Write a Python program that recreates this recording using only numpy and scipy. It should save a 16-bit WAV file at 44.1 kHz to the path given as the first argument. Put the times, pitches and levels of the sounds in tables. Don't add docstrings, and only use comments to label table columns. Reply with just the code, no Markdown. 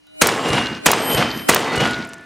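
import sys
import numpy as np
from scipy import signal
from scipy.fft import rfft, irfft, next_fast_len
from scipy.io import wavfile
from scipy.ndimage import map_coordinates

SR = 44100
rng = np.random.default_rng(int(sys.argv[2]) if len(sys.argv) > 2 else 0)


def file_out(sig):
    cols = np.atleast_2d(sig).T
    lim = np.clip(cols, -1, 1)
    pcm = np.round(lim * 32767).astype(np.int16)
    wavfile.write(sys.argv[1], SR, pcm)


def boost(x):
    u = np.asarray(x, float) / 20
    return 10 ** u


N = 99225
TIME = np.arange(N) / SR

# (frequency [Hz], density [dB per Hz])
AIR_SPECTRUM = [(20, -22.5), (40, 7), (300, -8.5), (1500, -11.5), (5000, -16.5), (11000, -19.5),
                (15700, -37)]
AIR_DB = -58.5
TAP_MODES_HZ = [1453, 2003, 3036, 3692, 3909, 6013]
TAP_MODES_DB = [-72, -85, -78.5, -73.5, -70.5, -84]
TAP_S, TAP_DB, TAP_T60 = .0687, -43.5, 0.73
# (time [s], peak level [dB], frequency [Hz])
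CLICKS = [(1.147, -12, 7100), (1.375, -26.5, 7200), (1.782, -21.5, 8000), (1.91, -22.5, 8500),
          (1.96, -52, 12500), (1.986, -34, 9000), (2.05, -30.5, 7750), (2.073, -39.5, 11300),
          (2.09, -29, 8500), (2.096, -36.5, 7600), (2.134, -32.5, 8000), (2.141, -29, 8000),
          (2.182, -38.5, 7000), (2.21, -46, 9000)]
CLICK_LONG_S, KNOCK_S, KNOCK_DB = 0.00124, 2.1335, -24

# (time [s], level [dB])
SHOTS = [
    (0.2181, -0.5),
    (0.8628, -0.5),
    (1.4918, -0.5),
]
# (frequency [Hz], density [dB per Hz])
BLAST_SPECTRUM = [(120, -35), (200, -8.5), (2000, -1), (4980, -9), (6910, -4.5), (12600, -13.5),
                  (15700, -20)]
BLAST_DB, BLAST_HOLD_S, BLAST_T60 = 15.5, .004, 0.0257
PUSH_DB, PUSH_HZ = 20.5, 591
LEAD_S, LEAD_RISE_S, LEAD_DB, CREEP_S, CREEP_DB = .0036, .0008, -12, 0.00483, -21.5
# (frequency [Hz], density [dB per Hz])
GROUND_SPECTRUM = [(24, -52), (40, 1.5), (709, -4.5), (956, -4), (1430, -6), (3020, -7.5), (3780, -12),
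                   (8420, -16.5), (15700, -34.5)]
# (frequency [Hz], 60 dB decay time [s])
GROUND_T60 = [(60, 0.104), (150, 0.521), (400, 0.8462), (1500, 0.5567), (6000, 0.4015), (14000, 0.3506)]
GROUND_DB, LUMP_DB, LUMPS_PER_S = 3.5, 2, 340
FIRST_DB, FIRST_T60 = 1, 0.144
# (time after the blast [s], level [dB], centre frequency [Hz], length [s])
FACES = [(.0252, 13.5, 992, .003), (0.044, 12, 1193, .003), (0.0695, 13.5, 1023, 0.0018),
         (0.072, 10.5, 2620, .003), (0.087, -5, 1500, .002), (.135, -32.5, 9000, .002),
         (.264, -17.5, 4500, 0.011), (0.285, -13.5, 2500, .004), (0.313, -11, 3500, 0.0045),
         (0.363, -4.5, 1428, 0.00327), (0.525, -26.5, 1130, .003)]
# (time after the blast [s], level [dB], centre frequency [Hz], length [s])
GLINTS = [
    (.4405, -18, 3700, .0025),
    (.4505, -16, 3800, .0025),
    (.512, -29, 4200, .003),
    (.531, -26, 3900, .003),
]
# (frequency [Hz], density [dB per Hz])
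BANK_SPECTRUM = [(88, -17.5), (150, 0), (726, -2.5), (935, -4.5), (2380, -9), (2890, -7.5), (12200, -34.5),
                 (15700, -77.5)]
BANK_S, BANK_RISE_S, BANK_HOLD_S, BANK_T60, BANK_DB = 0.3154, 0.0078, 0.04926, 0.279, -19.5
FOOT_S, FOOT_T60, FOOT_DB = 0.23, 0.59, -1.5
BOOM_S, BOOM_WIDE_S, BOOM_DB, BOOM_HZ, BOOM_WIDE_HZ = 0.2995, 0.0297, -22, 100, 110
# (frequency [Hz], density [dB per Hz])
SLOPES_SPECTRUM = [(30, -30), (80, -9.5), (250, -5.5), (600, -18.5), (2000, -18), (6000, -33.5),
                   (15000, -58.5)]
SLOPES_S, SLOPES_T60, SLOPES_DB = 0.3968, 1.22, -22
SLOPES_END_S, BEYOND_DB = 0.5547, -5
SAME_HZ = 511.4

STRIKE_S = [.0545, .0548, .056]
STRIKE_DB, STRIKE_LONG_S, STRIKE_HZ, RING_T60 = 14, 0.0024, 9000, 0.945
PLATE_A_HZ = [2835, 2835, 9523, 7558, 1523, 9211, 14314, 1082]
PLATE_B_HZ = [3091, 3091, 11744, 11744, 8220, 8183, 8936, 8936, 13078, 13078, 4920, 1378, 2250, 8220]
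PLATE_C_HZ = [1454, 1454, 2917, 2003, 670, 1755, 3693, 4334, 1379, 6013]
# (level [dB], loudest time after the blast [s], lobe width
# [s])
LOBES_A = [(-14, 0.346, 0.088), (-1.5, 0.463, 0.1072), (-19, 0.346, 0.0756), (-22.5, 0.34, 0.18),
           (-4.5, 0.565, 0.15), (-24, .1, 0.046), (-40.5, .15, .1), (-13, 0.175, 0.076)]
LOBES_B = [(-11.5, 0.297, 0.067), (0.5, 0.69, 0.2483), (-7, 0.256, 0.0562), (-4, 0.5455, 0.0518),
           (-16.5, 0.216, 0.078), (-21.5, 0.234, 0.14), (-14.5, 0.288, 0.0634), (-10, 0.64, 0.089),
           (-20.5, 0.265, 0.054), (-28, .54, .07), (-11.5, 0.83, 0.394), (-5.5, 0.793, 0.18),
           (-39, 0.42, 0.039), (-16, 0.587, .06)]
LOBES_C = [(1.5, 0.4393, 0.0894), (4, 0.825, 0.186), (-2.5, 0.3295, 0.0354), (-12, 0.278, .1),
           (-5, 0.733, 0.201), (7, 0.8545, 0.118), (-16.5, 0.208, 0.0253), (-19.5, 0.29, 0.103),
           (-6, 0.87, 0.24), (-27, 0.28, .06)]

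# (frequency [Hz], side over mid [dB])
SIDE_DB = [(40, -17), (240, -22), (950, -22), (3770, -23), (15000, -19)]
BAND_EDGES_HZ = [0, 700, 2500, 7000, 30000]
DUCK_DB, DUCK_ATTACK_S, RELEASE_S = 20.5, .0005, 0.2583
LOW_HZ, TOP_HZ, CLIP, KNEE = 64.8, 15900, 1.0, 6


def unit(x):
    return x / np.sqrt(np.mean(x ** 2) + 1e-20)


def along(points, hz):
    f, v = np.transpose(points)
    return np.interp(np.log(hz + 1), np.log(f + 1), v)


def filtered(x, response):
    m = next_fast_len(N + 8192)
    return irfft(rfft(x, m) * response(np.fft.rfftfreq(m, 1 / SR)), m)[..., :N]


def split(hz):
    return np.array([(hz >= a) & (hz < b) for a, b in zip(BAND_EDGES_HZ, BAND_EDGES_HZ[1:])])


def noise(spectrum, lump_db=0, rate=100, same=None):
    white = rng.standard_normal(N)
    if same is not None:
        white = white + filtered(same - white, lambda hz: hz < SAME_HZ)
    knots = rng.standard_normal((4, int(N * rate / SR) + 4))
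    lumps = np.array([map_coordinates(row, [TIME * rate]) for row in knots])
    lumpy = (filtered(white, split) * boost(lump_db * lumps)).sum(0)
    return unit(filtered(lumpy, lambda hz: boost(along(spectrum, hz))))


def add_burst(track, s, db, hz, long_s, width=.9, step=0):
    t = np.arange(1024) / SR
    scatter = rng.standard_normal(1024) * (t / long_s) * np.exp(1 - t / long_s * 2) * 2
    pressure = step * (1 - t * hz * 4) * np.exp(-t * hz * 4)
    edges = np.clip([hz / (1 + width), hz * (1 + width)], 50, 20000)
    band = signal.butter(2, edges, "band", fs=SR, output="sos")
    burst = signal.sosfilt(band, scatter + pressure)
    spot = track[round(s * SR):][:1024]
    spot += (boost(db) * burst / np.abs(burst).max())[:len(spot)]


def open_air():
    return boost(AIR_DB) * noise(AIR_SPECTRUM, lump_db=-3.0, rate=17.16)


def small_parts():
    out = np.zeros(N)
    u = np.maximum(TIME - TAP_S, 0)
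    add_burst(out, TAP_S, TAP_DB, 6000, .001, width=1.4)
    for hz, db in zip(TAP_MODES_HZ, TAP_MODES_DB):
        out += boost(13 + db - 60 * u / TAP_T60) * np.sin(2 * np.pi * hz * u)
    for s, db, hz in CLICKS:
        add_burst(out, s, db, hz, CLICK_LONG_S, width=0.233)
    add_burst(out, KNOCK_S, KNOCK_DB, 900, .002, width=5.1)
    return out


def muzzle_blast(s):
    u = TIME - s
    early = np.minimum(u + LEAD_S, 0)
    rise = np.exp(early / LEAD_RISE_S) + boost(CREEP_DB) * np.exp(early / CREEP_S)
    out = (u < 0) * boost(LEAD_DB) * rise * noise(BLAST_SPECTRUM)
    fall = boost(BLAST_DB - 60 * np.maximum(u - BLAST_HOLD_S, 0) / BLAST_T60)
    out += (u >= 0) * fall * noise(BLAST_SPECTRUM, lump_db=1.5, rate=500)
    add_burst(out, s, PUSH_DB, PUSH_HZ, .002, width=1.72, step=2.9)
    return out


def ground(u, terrain):
    after = np.maximum(u, 0)
    centres = np.geomspace(60, 14000, 7)

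    def overlapping(hz):
        return np.array([np.interp(np.log(hz + 1), np.log(centres), row) for row in np.eye(7)])

    bands = filtered(noise(GROUND_SPECTRUM, LUMP_DB, LUMPS_PER_S, terrain), overlapping)
    dying = (bands * boost(-60 * after / along(GROUND_T60, centres)[:, None])).sum(0)
    return (u >= 0) * boost(GROUND_DB) * dying * (1 + boost(FIRST_DB - 60 * after / FIRST_T60))


def hard_faces(s):
    out = np.zeros(N)
    for delay, db, hz, long_s in FACES:
        add_burst(out, s + delay, db, hz, long_s, width=1, step=5)
    for delay, db, hz, long_s in GLINTS:
        add_burst(out, s + delay, db, hz, long_s, width=.22)
    return out


def earth_bank(u, terrain, boom_terrain):
    swell = np.exp(-np.minimum(u - BANK_S, 0) ** 2 / BANK_RISE_S ** 2 / 2)
    level = swell * boost(BANK_DB - 60 * np.maximum(u - BANK_S - BANK_HOLD_S, 0) / BANK_T60)
    level += (u > FOOT_S) * boost(BANK_DB + FOOT_DB - 60 * np.maximum(u - FOOT_S, 0) / FOOT_T60)
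    echo = level * noise(BANK_SPECTRUM, lump_db=2.0, rate=220, same=terrain)
    bass = unit(filtered(boom_terrain, lambda hz: np.exp(-((hz - BOOM_HZ) / BOOM_WIDE_HZ) ** 2)))
    return echo + boost(BOOM_DB) * np.exp(-((u - BOOM_S) / BOOM_WIDE_S) ** 2 / 2) * bass


def far_slopes(u, terrain):
    level = np.clip(u / SLOPES_S, 0, 1) ** 3
    level *= boost(SLOPES_DB - 60 * np.maximum(u - SLOPES_S, 0) / SLOPES_T60)
    level *= boost(BEYOND_DB * np.clip((u - SLOPES_END_S) / 0.0276, 0, 1))
    return level * noise(SLOPES_SPECTRUM, lump_db=0.74, rate=150, same=terrain)


def shot(s, terrain):
    u = TIME - s
    near = muzzle_blast(s) + ground(u, terrain[0]) + hard_faces(s)
    return near + earth_bank(u, terrain[1], terrain[2]) + far_slopes(u, terrain[3])


def plate(s, strike_s, modes, lobes):
    out = np.zeros(N)
    u = np.maximum(TIME - s, 0)
    add_burst(out, s + strike_s - STRIKE_LONG_S, STRIKE_DB, STRIKE_HZ, STRIKE_LONG_S)
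    for hz, (db, loudest, wide) in zip(modes, lobes):
        lobe = np.exp(-((u - loudest) / wide) ** 2 / 2)
        out += (u > strike_s) * lobe * boost(db - 60 * u / RING_T60) * np.sin(2 * np.pi * hz * u)
    return out


def stereo(mid):
    smear = rng.standard_normal(1500) * boost(-60 * np.arange(1500) / 1500)

    def turn(hz):
        phase = np.angle(rfft(smear, 2 * len(hz) - 2)) * (hz > 300)
        return boost(along(SIDE_DB, hz)) * np.exp(1j * phase) * 1j

    side = filtered(mid, turn)
    return np.array([mid + side, mid - side])


def scene():
    mid = open_air() + small_parts()
    terrain = rng.standard_normal((4, N))
    plates = zip([PLATE_A_HZ, PLATE_B_HZ, PLATE_C_HZ], [LOBES_A, LOBES_B, LOBES_C])
    for (s, db), strike_s, (modes, lobes) in zip(SHOTS, STRIKE_S, plates):
        same_range = np.roll(terrain, round(s * SR), axis=1)
        mid = mid + boost(db) * shot(s, same_range) + plate(s, strike_s, modes, lobes)
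    return stereo(mid)


def gain_duck():
    duck = np.zeros(N)
    for s, _ in SHOTS:
        u = TIME - s
        attack = np.clip(1 + u / DUCK_ATTACK_S, 0, 1)
        duck = np.maximum(duck, attack * np.clip(1 - u / RELEASE_S, 0, 1))
    return boost(-DUCK_DB * duck)


def top_cut(x):
    return signal.sosfilt(signal.butter(12, 15870, fs=SR, output="sos"), x)


def record(dry):
    x = filtered(dry, lambda hz: (1j * hz / (LOW_HZ + 1j * hz)) ** 2) * gain_duck()
    overloaded = x / (1 + np.abs(x / CLIP) ** KNEE) ** (1 / KNEE)
    x = filtered(overloaded, lambda hz: hz < TOP_HZ)
    return top_cut(np.clip(x, -CLIP, CLIP))


dry = scene()
out = record(dry)
file_out(out)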